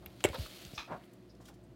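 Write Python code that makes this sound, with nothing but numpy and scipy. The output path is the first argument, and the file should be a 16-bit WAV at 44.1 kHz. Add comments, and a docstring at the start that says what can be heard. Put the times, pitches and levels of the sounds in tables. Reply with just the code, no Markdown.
"""A low hum and a faint crackle in a small room come first; then a hand squeezes slime on a kitchen counter.
Air pockets snap and pop, the soft mass thuds and air squelches out of its folds, close to the microphone.
The slime is dragged aside with a fluttering hiss and peels off the counter with a hollow rasp.
Snaps, pops, bubbles and thuds are fading sine waves, snaps with a noisy crack on top.
Squelches, crackles, drag and peel are showers of random clicks, shaped in tone and level."""
import sys
import numpy as np
from scipy import signal
from scipy.fft import rfft, irfft
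from scipy.io import wavfile

SR = 44100
rng = np.random.default_rng(int(sys.argv[2]) if len(sys.argv) > 2 else 0)


def waveform_to_disk(signal):
    """Save audio, clipped to [-1, 1], as 16-bit WAV at the path in sys.argv[1]."""
    frames = np.transpose(np.atleast_2d(signal))
    scaled = np.clip(frames, -1, 1) * 32767
    samples = np.round(scaled).astype(np.int16)
    wavfile.write(sys.argv[1], SR, samples)


N = 77175  # length in samples: 1.75 s
T = np.arange(N) / SR  # time of each sample [s]
FREQS = np.maximum(np.arange(N // 2 + 1) * SR / N, 1)  # pitch of each spectrum bin [Hz], never 0


def undb(db):
    """Turn decibels into a gain."""
    return 10 ** (np.asarray(db) / 20)


def unit(x):
    """Scale a sound to an average (rms) level of 1."""
    return x / np.sqrt(np.mean(x ** 2))


def level_at(points):
    """Join (time, level) points with straight lines, one level in dB for each sample."""
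    times, levels = np.array(points).T
    return np.interp(T, times, levels)


def colour(x, points):
    """Shape the tone of a sound by (frequency, level) points, at rms 1."""
    hz, db = np.array(points).T
    tone = undb(np.interp(np.log(FREQS), np.log(hz), db))
    return unit(irfft(rfft(x) * tone, N))


def fade(age, t60):
    """Die away evenly in dB, by 60 dB in t60 seconds."""
    return np.exp(-np.log(1000) * np.maximum(age, 0) / t60)


def swell(start, rise, t60):
    """Rise in a straight line, then die away."""
    return np.clip((T - start) / rise, 0, 1) * fade(T - start - rise, t60)


def sing(pitch):
    """A sine wave that follows a changing pitch [Hz]."""
    return np.sin(2 * np.pi * np.cumsum(pitch) / SR)


def grains(per_s):
    """Tiny ruptures: one-sample clicks of random size at random times."""
    return (rng.random(N) < per_s / SR) * rng.standard_normal(N)


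def wander(per_s):
    """Random values joined by straight lines."""
    return np.interp(T * per_s, np.arange(1000), rng.standard_normal(1000))


def bursts(table, per_s):
    """Showers of equally strong ruptures, each coloured by the fold that it comes from."""
    out = np.zeros(N)
    for start, rise, t60, db, hz, octaves in table:
        # a bell around the centre with long skirts, leaning towards the bass
        distance = np.log2(FREQS / hz) / octaves
        bell = (1 + distance ** 2 / SQUELCH_SKIRT) ** (-SQUELCH_SKIRT / 2)
        fold = bell / np.sqrt(FREQS + hz)
        ruptures = np.sign(grains(per_s))
        out += undb(db) * swell(start, rise, t60) * unit(irfft(rfft(ruptures) * fold, N))
    return out


SQUELCH_SKIRT = 4.14  # higher makes the skirts of each bell fall faster

# tone of the room noise: (frequency [Hz], level per Hz [dB])
ROOM_TONE = [(15, -42), (25, -25), (87, -24), (114, 2), (153, -12.5), (190, -5.5), (223, -10), (354, -6.5),
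             (427, -21), (489, -14), (531, -20), (677, -15.5), (754, -25.5), (7510, -47), (16000, -54)]
ROOM_TONE_DB = -57
# tones of the appliance hum: (frequency [Hz], rms level before the waver [dB])
HUM_TONES = [(59.2, -66.5), (118.4, -72.5), (188.4, -68.5), (360.7, -69.5)]
HUM_WAVER_DB, HUM_WAVER_PER_S = 3.5, 9.1
# change in the level of the background's bass: (time [s], level [dB])
RUMBLE = [(0, 6), (.8, -10), (.98, -3), (1.27, -8), (1.45, 2), (1.75, 1.5)]
RUMBLE_BELOW_HZ = 128


def background():
    """Room noise and a wavering appliance hum, whose bass dips for a while."""
    out = undb(ROOM_TONE_DB) * colour(rng.standard_normal(N), ROOM_TONE)
    for hz, db in HUM_TONES:
        level = undb(db + HUM_WAVER_DB * wander(HUM_WAVER_PER_S))
        out += np.sqrt(2) * level * np.sin(2 * np.pi * (hz * T + rng.random()))
    low_pass = signal.butter(2, RUMBLE_BELOW_HZ, fs=SR, output="sos")
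    bass = signal.sosfiltfilt(low_pass, out)
    return out + bass * (undb(level_at(RUMBLE)) - 1)


# how loudly the slime drags over the counter, before the flutter: (time [s], level [dB])
DRAG = [(0, -69), (.15, -67), (.22, -60.5), (.3, -57), (.37, -54.5), (.42, -49), (.5, -54), (.62, -52.5),
        (.7, -56.5), (.78, -56.5), (.86, -66.5), (1.15, -75.5), (1.75, -80)]
# tone of the dragging hiss: (frequency [Hz], level per Hz [dB])
DRAG_COLOUR = [(200, -33), (420, -4), (620, 2.5), (900, -11.5), (1300, -6), (1700, -8), (2200, -4.5),
               (2700, -3), (3500, -2), (4500, -2), (5400, -10), (6900, -11.5), (8300, -13), (11300, -12.5),
               (15500, -15)]
DRAG_GRAINS_PER_S = 14000
DRAG_COARSE_DB, DRAG_COARSE_PER_S = -5.5, 620  # level against the fine contacts
DRAG_FLUTTER_DB, DRAG_FLUTTER_PER_S = 1.1, 120


def drag():
    """A fluttering hiss of countless small contacts letting go, with a few coarser ones."""
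    fine = unit(grains(DRAG_GRAINS_PER_S))
    coarse = undb(DRAG_COARSE_DB) * unit(grains(DRAG_COARSE_PER_S))
    level = level_at(DRAG) + DRAG_FLUTTER_DB * wander(DRAG_FLUTTER_PER_S)
    return colour(fine + coarse, DRAG_COLOUR) * undb(level)


# small sticky ticks and crackles:
# (time [s], rise [s], t60 [s], level [dB], centre [Hz], width [octaves])
CRACKLES = [(0, 0.026, 1, -61, 556, .9), (.0615, 0.00068, 0.047, -51.5, 2530, 0.59),
            (.0615, 0.00082, 0.025, -59, 12900, 0.064), (.2035, 0.0023, 0.062, -51.5, 2300, 1),
            (.2885, 0.00026, 0.0027, -33.5, 3920, 1.15), (.342, .004, 0.041, -53, 13000, .2),
            (.3855, .0005, 0.011, -57, 2500, 1.1), (.6505, 0.00068, 0.0055, -43.5, 4000, 0.76),
            (.97, 0.045, 1, -68.5, 1900, 0.47), (1.035, 0.0032, .03, -62.5, 2760, 0.4),
            (1.03, .02, 0.072, -69.5, 11100, 0.56), (1.128, 0.0094, 0.041, -66, 11100, 1.2),
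            (1.29, 0.014, 0.096, -66, 5080, 0.15), (.7325, 0.0014, 0.018, -46, 490, 0.55),
            (1.35, 0.0018, 0.022, -66, 5500, 0.44), (1.397, 0.0072, 0.28, -60.5, 760, 0.64),
            (1.40, 0.017, 0.4, -67.5, 4860, 1.1), (1.452, 0.0043, 0.18, -60, 4960, 0.9),
            (1.47, .016, 0.07, -59, 4000, 2.2), (1.486, 0.0014, 0.1, -56.5, 1060, 2),
            (1.495, 0.002, 0.14, -55.5, 690, 0.47), (1.539, .002, .06, -64.5, 5000, 0.92),
            (1.63, 0.01, 0.087, -73.5, 8250, 0.22)]
CRACKLE_GRAINS_PER_S = 2300


def crackles():
    """The sticky skin ticks and crackles in thin showers of ruptures."""
    return bursts(CRACKLES, CRACKLE_GRAINS_PER_S)


# soft mass meeting the counter: (time [s], first pitch [Hz], level [dB], rise [s], t60 [s])
THUDS = [(.066, 112, -45, 0.0092, 0.095), (0.246, 142, -27, 0.0023, 0.076), (0.282, 91, -40, 0.003, 0.1),
         (0.3, 114, -34, 0.0031, 0.089), (.382, 226, -37, 0.0025, 0.048), (0.393, 117.5, -29, 0.004, 0.14),
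         (.652, 178, -41.5, .002, 0.04), (0.666, 95, -44, .006, .11), (0.7348, 162, -38, 0.0014, 0.034),
         (0.774, 99, -46, 0.0091, .1)]
SAG_SHARE, SAG_S = 0.7, 0.024  # share of the pitch that is lost, and how slowly


def thuds():
    """Low, soft bumps that sink in pitch as the mass spreads."""
    out = np.zeros(N)
    for start, hz, db, rise, t60 in THUDS:
        age = np.maximum(T - start, 0)
        sag = SAG_SHARE * (1 - np.exp(-age / SAG_S))
        pitch = hz * (1 - sag) * (T >= start)
        out += undb(db) * swell(start, rise, t60) * sing(pitch)
    return out


# the hollow beneath the slime: (frequency [Hz], width [Hz], level against the other rings [dB])
HOLLOW = [(900, 300, -0.5), (1255, 205, 4), (1640, 410, -4.5), (2515, 156, 5.5), (3410, 226, 0),
          (4010, 220, -1), (5080, 480, -6), (6260, 1030, -13)]
PEEL_S, PEEL_RISE_S, PEEL_T60_S = 0.776, 0.0041, 0.21
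PEEL_DB, PEEL_GRAINS_PER_S = -38, 5000


def peel():
    """The slime tears off the counter: tiny ruptures ring the hollow that opens under it."""
    body = 0
    for k, (hz, width, db) in enumerate(HOLLOW):
        ring = undb(db) / (1 + 1j * (FREQS ** 2 - hz ** 2) / (FREQS * width))
        body = body + ring * (-1) ** k  # every other ring is flipped
    rasp = unit(irfft(rfft(grains(PEEL_GRAINS_PER_S)) * body, N))
    return undb(PEEL_DB) * swell(PEEL_S, PEEL_RISE_S, PEEL_T60_S) * rasp


# air forced out of folds:
# (time [s], rise [s], t60 [s], level [dB], centre [Hz], width [octaves])
SQUELCHES = [(.262, 0.0015, .14, -44, 1830, 0.72), (.33, 0.0027, 0.072, -44, 1140, 0.76),
             (.338, 0.01183, 0.077, -40, 827, 0.8), (.335, 0.023, 0.054, -46, 3700, 0.3),
             (.38, 0.0036, 0.044, -48, 750, 0.54), (0.384, .03, .25, -54, 4600, 0.22),
             (.452, .01, .05, -54, 1280, 0.15), (0.74, 0.017, 0.09, -52.5, 5530, 0.24),
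             (.876, 0.0014, .25, -49, 850, 0.57), (.895, 0.03, 0.18, -38, 748, 0.59),
             (0.896, 0.015, .2, -45.5, 199.6, 0.82)]
SQUELCH_GRAINS_PER_S = 4500
# level against the squelch, cycles of ring until 60 dB down, share of the fold's width
BUBBLE_DB, BUBBLE_CYCLES, BUBBLE_SPREAD = -4.5, 31, 0.654


def squelches():
    """Air pushes out of the folds in dense showers of ruptures."""
    return bursts(SQUELCHES, SQUELCH_GRAINS_PER_S)


def microbubbles():
    """Each squelch bursts eight tiny bubbles that ring near the pitch of its fold."""
    out = np.zeros(N)
    age = np.arange(SR // 10) / SR
    for squelch_start, rise, t60, db, centre, octaves in SQUELCHES:
        for when, pitch, size in rng.random(size=(8, 3)):
            delay = when * (rise + t60 / 4)
            hz = centre * 2 ** (BUBBLE_SPREAD * octaves * (2 * pitch - 1))
            # a bubble follows the level of its squelch at that moment, times a random size
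            squelch_level = min(delay / rise, 1) * fade(delay - rise, t60)
            gain = 2 * size * undb(db + BUBBLE_DB) * squelch_level
            ring = np.sin(2 * np.pi * hz * age) * fade(age, BUBBLE_CYCLES / hz)
            i = int((squelch_start + delay) * SR)
            out[i:i + len(age)] += gain * ring
    return out


# air pockets ringing as they open:
# (time [s], first pitch [Hz], level [dB], t60 [s], glide [octaves per s])
POCKETS = [(.0606, 12760, -31, .003, -3), (.0612, 2230, -40.5, 0.0057, -5), (.2415, 701, -26.5, 0.046, -2),
           (.2482, 369, -14.5, 0.033, 3), (.2492, 602.4, -21.5, 0.048, 0), (.2515, 810, -27.5, 0.034, -5.5),
           (.2517, 2136, -20.5, .014, 13), (.266, 390, -44, 0.1, 10), (.300, 556, -40, 0.019, -5),
           (.332, 604, -44.5, 0.066, -7), (.347, 504, -40, 0.14, 4), (.778, 3550, -38, 0.05, 2),
           (0.7784, 1167, -36, 0.022, 4), (.919, 970, -36.5, 0.029, 0), (1.458, 3240, -56.5, .03, -6),
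           (1.4855, 1450, -51.5, .03, 3)]
POCKET_RISE_CYCLES, POCKET_OPEN_S = 0.33, 0.00025  # both add to the rise


def pockets():
    """Each air pocket pops open and rings with a gliding pitch; its wave starts downwards."""
    out = np.zeros(N)
    for start, hz, db, t60, glide in POCKETS:
        pitch = hz * 2 ** (glide * np.clip(T - start, 0, t60)) * (T >= start)
        rise = POCKET_OPEN_S + POCKET_RISE_CYCLES / hz
        out -= undb(db) * swell(start, rise, t60) * sing(pitch)
    return out


# skin snapping open: (time [s], level before the crack and ring levels [dB], t60 of the crack [s])
SNAPS = [(.2404, -17, 0.0071), (.2415, -28, .016), (.2462, -23, 0.028), (.2480, -34.5, 0.018),
         (.2515, -32.5, 0.025), (.2562, -28, 0.011)]
# what the snapping skin rings with: (frequency [Hz], level against the snap's ring [dB], t60 [s])
SKIN = [(1120, -19, 0.033), (1330, -13.5, 0.038), (1456, -11, 0.076), (2260, -8, 0.034), (2697, -12, 0.05),
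        (2810, -3, 0.014), (3070, -6.5, 0.02), (3480, -14, 0.019), (7140, -15.5, 0.028), (7610, -5, 0.024),
        (8300, -6.5, 0.0059), (10990, -14, 0.014)]
# tone of the crack: (frequency [Hz], level [dB])
CRACK = [(300, -17), (800, 0.5), (2500, 1), (3600, -2), (4700, -16.5), (7600, -2.5), (9500, -6.5),
         (13000, -15.5), (16000, -16)]
SNAP_CRACK_DB, SNAP_RING_DB = -5, -5
SNAP_RISE_S, SKIN_DETUNE = 0.000067, 0.0068  # detune: typical random share of the pitch


def snaps():
    """The skin tears with a short noisy crack and rings at many pitches."""
    crack_level = np.zeros(N)
    ring = np.zeros(N)
    for start, db, crack_t60 in SNAPS:
        crack_level += undb(db) * swell(start, SNAP_RISE_S, crack_t60)
        age = np.maximum(T - start, 0)
        for hz, mode_db, t60 in SKIN:
            pitch = hz * (1 + SKIN_DETUNE * rng.standard_normal())
            ring += undb(db + mode_db) * np.sin(2 * np.pi * pitch * age) * fade(age, t60)
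    crack = colour(rng.standard_normal(N), CRACK) * crack_level
    return undb(SNAP_CRACK_DB) * crack + undb(SNAP_RING_DB) * ring


ROOM_DELAY_S, ROOM_RISE_S, ROOM_T60_S = 0.0076, 0.0095, 0.24
ROOM_DB, ROOM_TOP_HZ = -22.5, 4280


def room(x):
    """A short, dull tail from the walls, made of fading noise."""
    noise = rng.standard_normal(N) * swell(ROOM_DELAY_S, ROOM_RISE_S, ROOM_T60_S)
    dull = rfft(noise) / np.hypot(1, FREQS / ROOM_TOP_HZ)
    tail = unit(irfft(dull, N)) / np.sqrt(N)  # total energy 1
    return undb(ROOM_DB) * signal.fftconvolve(x, tail)[:N]


def scene():
    """The slime close by, in its room."""
    close = crackles() + peel() + squelches() + microbubbles() + pockets() + snaps()
    return (background() + drag() + thuds() + close + room(close))[None]


LOW_CUT_HZ, TOP_HZ = 33, 15900


def record(dry):
    """The recorder cuts the deepest bass and the top."""
    low_cut = signal.butter(2, LOW_CUT_HZ, "high", fs=SR, output="sos")
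    top_cut = signal.ellip(8, 0.2, 70, TOP_HZ, fs=SR, output="sos")  # 0.2 dB ripple, 70 dB cut
    return signal.sosfilt(top_cut, signal.sosfilt(low_cut, dry))


dry = scene()
out = record(dry)
waveform_to_disk(out)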